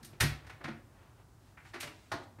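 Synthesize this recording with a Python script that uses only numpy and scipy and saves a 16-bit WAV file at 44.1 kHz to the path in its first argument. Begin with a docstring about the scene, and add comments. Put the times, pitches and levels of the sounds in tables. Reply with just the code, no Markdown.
"""A small quiet room, one microphone near a door where a cat nudges a plastic cat flap.
After a few faint ticks the flap slams against its frame at 0.2 s, shaking the door panel, and rattles
until 0.7 s. In the lull fur rubs softly on the frame. From 1.6 s the flap ticks and rattles again,
knocks at 2.1 s and taps once more. Each knock is a quick chatter of plastic edges that rings the
housing; the room answers briefly."""
import sys
import numpy as np
from scipy import signal
from scipy.fft import rfft, irfft
from scipy.io import wavfile
from scipy.ndimage import uniform_filter1d

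SR = 44100
rng = np.random.default_rng(int(sys.argv[2]) if len(sys.argv) > 2 else 0)


def dump_mix(stems):
    """Bounce the given channels to the path in sys.argv[1] as a 16-bit WAV at rate SR."""
    frames = np.atleast_2d(stems).T  # one column per channel
    limited = np.clip(frames, -1, 1)  # hard clip at full scale
    pcm = np.round(limited * 32767).astype(np.int16)
    wavfile.write(sys.argv[1], SR, pcm)


N = 105840  # 2.4 s

# spectra of room tone, rubbing fur and the fine rustle of whiskers and coat: f/Hz, relative level/dB
ROOM_TONE_SPECTRUM = [(20, -29), (45, 0), (70, -2.5), (110, 4), (170, -10), (320, -10), (480, -18.5),
                      (800, -17), (1400, -21), (2500, -32), (5000, -32), (9000, -33.5), (11000, -36.5),
                      (15800, -38.5)]
FUR_SPECTRUM = [(100, -5), (350, -4.5), (900, -2.5), (1800, -9), (3200, -16), (9000, -39), (16000, -53)]
RUSTLE_SPECTRUM = [(500, -6), (2000, 11.5), (4000, 7.5), (8000, 2.5), (16000, -17)]
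# swells of rubbing and of rustle: t/s, half length/s, level/dB
FUR_SWELLS = [(0.001, 0.018, -62.5), (0.14, 0.052, -65), (0.52, 0.11, -63), (1.025, 0.08, -64),
              (1.202, 0.019, -65)]
RUSTLE_SWELLS = [(1.479, 0.048, -73.5), (1.681, 0.025, -65.5), (1.835, 0.019, -48.5), (1.985, 0.17, -68.5),
                 (2.24, .008, -67)]
# decay of the room: f/Hz, t60/s
ROOM_DECAY = [(150, 0.45), (500, 0.51), (1400, 0.39), (3700, 0.36), (9500, 0.26), (15000, 0.27)]
# modes of the door panel: f/Hz, relative level/dB, t60/s
DOOR_MODES = [(44, -16, 0.3), (66.5, -6, 0.34), (98.1, -4, 0.28), (107.7, -0.5, 0.25), (143.6, 2, 0.29),
              (223.9, -4.5, 0.26), (237, -7, 0.23), (267, -12.5, 0.22), (350.7, -1.5, 0.25),
              (394, -1.5, 0.13), (583.5, -7.5, 0.32)]
# blows that reach the panel: t/s, swell/s, gain/dB, most excited f/Hz
DOOR_BLOWS = [(0.013, 0.019, -45, 204), (.105, 0.023, -49.5, 107), (.209, 0.008, -21.5, 73),
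              (.214, 0.01, -32.5, 433), (0.2375, 0.0027, -26, 153.5), (0.3, 0.004, -43, 75),
              (0.318, 0.0016, -39, 70), (.452, 0.0074, -43.5, 74.6), (0.518, 0.027, -48.5, 100),
              (0.643, 0.0061, -42, 151), (0.689, 0.018, -33, 213), (1.740, 0.0099, -41, 373),
              (1.828, 0.014, -40, 600), (1.838, 0.005, -49.5, 149), (2.12, 0.012, -41.5, 104.4),
              (2.383, 0.013, -42, 82)]
# colour of the plastic housing: f/Hz, gain/dB
HOUSING_COLOUR = [(60, 6.5), (170, 3), (240, 22), (370, 21), (490, 13.5), (650, 18.5), (1100, 13),
                  (1250, 13.5), (1470, 14), (1640, 11), (1820, 13), (2020, 13), (2400, 12), (3000, 6.5),
                  (4200, 6), (6000, 5.5), (7700, 2.5), (9100, 9), (10600, 0.5), (12300, 6), (14000, -5),
                  (15800, -9)]
# modes of the housing: f/Hz, relative level/dB, t60/s
HOUSING_MODES = [(327.6, -4, 0.4), (897, -6.5, 0.24), (1070, -4.5, 0.15), (1436, -25, 0.2),
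                 (1742, -9, 0.17), (1842, -3, 0.14), (2257, -7.5, 0.13), (2689, -11, 0.12),
                 (2862, -9, 0.17), (3273, -10.5, 0.14), (3700, -8.5, 0.17), (4160, -13.5, .22),
                 (5644, -9, 0.11), (5990, -23, 0.17), (8860, -9, 0.14), (11604, -18, 0.18)]
# the six bands of a knock, low to treble: f/Hz
KNOCK_BANDS_HZ = [300, 850, 1650, 2500, 4200, 10000]
# flap against frame: t/s, time to seat/s, gain/dB in each of the six bands, ringing gain/dB
FLAP_KNOCKS = [ (0.026, 0.007, -70, -71, -55, -64.5, -51.5, -59, -14),
               (0.044, 0.0054, -56.5, -78, -62, -59, -51, -50, -1.5),
               (0.128, 0.0064, -54, -68, -68, -60, -65, -84, -11),
               (.2, .002, -51, -45, -34, -49, -42, -51, -14),
               (.202, 0.0075, -47.5, -38, -25.5, -26.5, -25.5, -30.5, 0.5),
               (.22, 0.0069, -36, -41.5, -35.5, -33, -39, -39.5, -6.5),
               (0.234, 0.0056, -46, -44.5, -46, -38, -31, -57, -7),
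               (.443, 0.0055, -59.5, -64, -57, -62, -71, -84, -8),
               (0.463, 0.0081, -83, -63, -51, -59.5, -56.5, -67, -6),
               (0.493, 0.0072, -59, -51.5, -47, -48.5, -54.5, -65, -8.5),
               (.603, 0.013, -53.5, -52.5, -50, -57, -65, -92, -10),
               (.638, 0.0068, -50, -48, -38, -45.5, -44.5, -61.5, -5),
               (.653, 0.0026, -46.5, -49.5, -40.5, -44.5, -58, -80, -10),
               (0.673, 0.014, -44.5, -47.5, -43, -47, -50.5, -71.5, -6),
               (1.569, 0.0083, -80, -59, -49.5, -53, -71, -78, -20),
               (1.595, 0.0097, -91, -63, -60, -63, -74, -81, -14),
               (1.648, 0.0056, -87, -57.5, -53, -55.5, -70, -74, -10),
               (1.732, 0.013, -63, -48, -41.5, -47, -47, -63, -3.5),
               (1.752, 0.01, -52, -53, -49, -48, -53, -70, -15),
               (1.8, 0.0087, -84, -55, -49, -38.5, -42, -44, -15),
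               (1.824, .009, -52, -48, -41.5, -42.5, -41.5, -59, -25),
               (1.867, 0.01, -52, -51.5, -51, -48.5, -50, -60.5, 0.5),
               (2.1147, 0.0061, -47.5, -33.5, -33.5, -42.5, -37.5, -53, -5.5),
               (2.139, 0.0016, -39.5, -40.5, -45, -55, -43, -69, -17),
               (2.384, 0.0055, -53, -59, -59, -63, -76, -85, -4)]

ROOM_TONE_DB, REVERB_DB, REVERB_BUILD_S = -59.5, -4, 0.0051
CHATTER_DECAY_S, CONTACTS_PER_S, CONTACT_SPREAD_DB = 0.01, 16000, 1.5
RING_SPREAD_DB, THUD_WIDTH_OCT = 3.2, 0.42
LOW_CUT_HZ, TOP_HZ = 23, 15800


def amp(db):
    """Decibels to gain."""
    return 10 ** (np.asarray(db) / 20)


def curve_at(points, hz):
    """Reads a table on a log-frequency axis."""
    f, value = np.transpose(points)
    return np.interp(np.log(hz + 1), np.log(f + 1), value)


def unit_rms(x):
    """Scales to rms 1."""
    return x / np.sqrt(np.mean(x ** 2) + 1e-20)


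def add(mix, start_s, sound):
    """Mixes a sound in at its start time."""
    part = mix[max(round(start_s * SR), 0):][:len(sound)]
    part += sound[:len(part)]


def colour(x, *curves, size=4096):
    """Minimum-phase filter from the sum of dB curves."""
    hz = abs(np.fft.fftfreq(size, 1 / SR))
    log_gain = np.log(amp(sum(curve_at(curve, hz) for curve in curves)))
    taps = np.fft.ifft(np.exp(np.conj(signal.hilbert(log_gain)))).real[:size // 2]
    return signal.fftconvolve(x, taps)[:len(x)]


def flatten(x, width_hz=260):
    """Levels the chance humps in a burst's spectrum."""
    hz = np.fft.rfftfreq(len(x), 1 / SR)
    power = uniform_filter1d(abs(rfft(x)) ** 2, int(width_hz / hz[1]))
    return colour(x, np.c_[hz, -10 * np.log10(power / power.mean())])


def noise(spectrum):
    """Steady noise of a given spectrum, rms 1."""
    gain = amp(curve_at(spectrum, np.fft.rfftfreq(N, 1 / SR)))
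    return unit_rms(irfft(rfft(rng.standard_normal(N)) * gain, N))


def room_tone():
    """The quiet room at the microphone: a steady low rumble with faint hiss."""
    return amp(ROOM_TONE_DB) * noise(ROOM_TONE_SPECTRUM)


def room_reverb(x):
    """Near walls add a dense tail of reflections whose treble dies first."""
    hz, t, spectra = signal.stft(rng.choice([-1., 1.], SR), SR, nperseg=256)
    decay = amp(-60 * t / curve_at(ROOM_DECAY, hz)[:, None])
    tail = signal.istft(spectra * decay, SR, nperseg=256)[1]
    tail *= 1 - np.exp(-(np.arange(len(tail)) / SR / REVERB_BUILD_S) ** 2)
    return x + amp(REVERB_DB) * signal.fftconvolve(x, tail / np.linalg.norm(tail))[:len(x)]


def cat_rubbing(spectrum, swells):
    """Friction noise swells and fades as the cat shifts against the frame."""
    t = np.arange(N) / SR
    envelope = sum(amp(db) * np.exp(-.5 * ((t - peak_s) / half_s) ** 2) for peak_s, half_s, db in swells)
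    return noise(spectrum) * envelope


def door_thud(swell_s, gain_db, centre_hz):
    """The door panel swings up and booms in the modes near the pitch of the blow."""
    t = np.arange(SR) / SR
    boom = np.zeros(len(t))
    for hz, db, t60 in DOOR_MODES:
        excitation = np.exp(-.5 * (np.log2(hz / centre_hz) / THUD_WIDTH_OCT) ** 2)
        boom += excitation * amp(db - 60 * t / t60) * np.sin(2 * np.pi * hz * t)
    return amp(gain_db) * np.minimum(t / swell_s, 1) * boom


def housing_ring(t, blow_spectrum):
    """The plastic housing rings on; each blow weights its modes a little differently."""
    ring = np.zeros(len(t))
    for hz, db, t60 in HOUSING_MODES:
        mode_db = db + curve_at(blow_spectrum, hz) + RING_SPREAD_DB * rng.standard_normal()
        ring += amp(mode_db - 60 * t / t60) * np.sin(2 * np.pi * (hz * t + rng.random()))
    return ring


def edge_chatter(force):
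    """Plastic edges meet in a dense run of tiny random contacts that follow the force."""
    count = len(force)
    contacts = rng.choice([-1., 1.], count) * amp(CONTACT_SPREAD_DB * rng.standard_normal(count))
    touching = rng.random(count) < CONTACTS_PER_S / SR
    return unit_rms(contacts * touching * force) * np.sqrt(np.mean(force ** 2))


def flap_knock(seat_s, band_db, ring_db):
    """Chatter swells as the flap seats in its frame, then dies away; housing and room ring on."""
    t = np.arange(SR * 3 // 4) / SR
    top_db = band_db[-1] + .35 * (band_db[-1] - band_db[-2])  # a dull knock keeps falling above the treble
    blow_spectrum = [*zip(KNOCK_BANDS_HZ, band_db), (TOP_HZ, top_db)]
    seating = np.minimum(t / seat_s, 1) ** 1.3
    force = seating * np.exp(-np.maximum(t - seat_s, 0) / CHATTER_DECAY_S)
    chatter = edge_chatter(force)
    ring = amp(ring_db) * seating * housing_ring(t, blow_spectrum)
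    burst = flatten(room_reverb(chatter))
    return colour(burst, HOUSING_COLOUR, blow_spectrum) + ring


def scene():
    """Room tone and the cat's rubbing behind the knocks of the flap and thuds of the door, in mono."""
    mix = room_tone()
    mix += cat_rubbing(FUR_SPECTRUM, FUR_SWELLS)
    mix += cat_rubbing(RUSTLE_SPECTRUM, RUSTLE_SWELLS)
    for start_s, seat_s, *band_db, ring_db in FLAP_KNOCKS:
        add(mix, start_s, flap_knock(seat_s, band_db, ring_db))
    for start_s, *blow in DOOR_BLOWS:
        add(mix, start_s, door_thud(*blow))
    return mix[None]


def record(dry):
    """The microphone's low cut and the recorder's band limit."""
    low_cut = signal.butter(2, LOW_CUT_HZ, "highpass", fs=SR, output="sos")
    band_limit = signal.firwin(511, TOP_HZ, window=("kaiser", 9), fs=SR)
    return signal.oaconvolve(signal.sosfilt(low_cut, dry), band_limit[None], "same")


dry = scene()
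out = record(dry)
dump_mix(out)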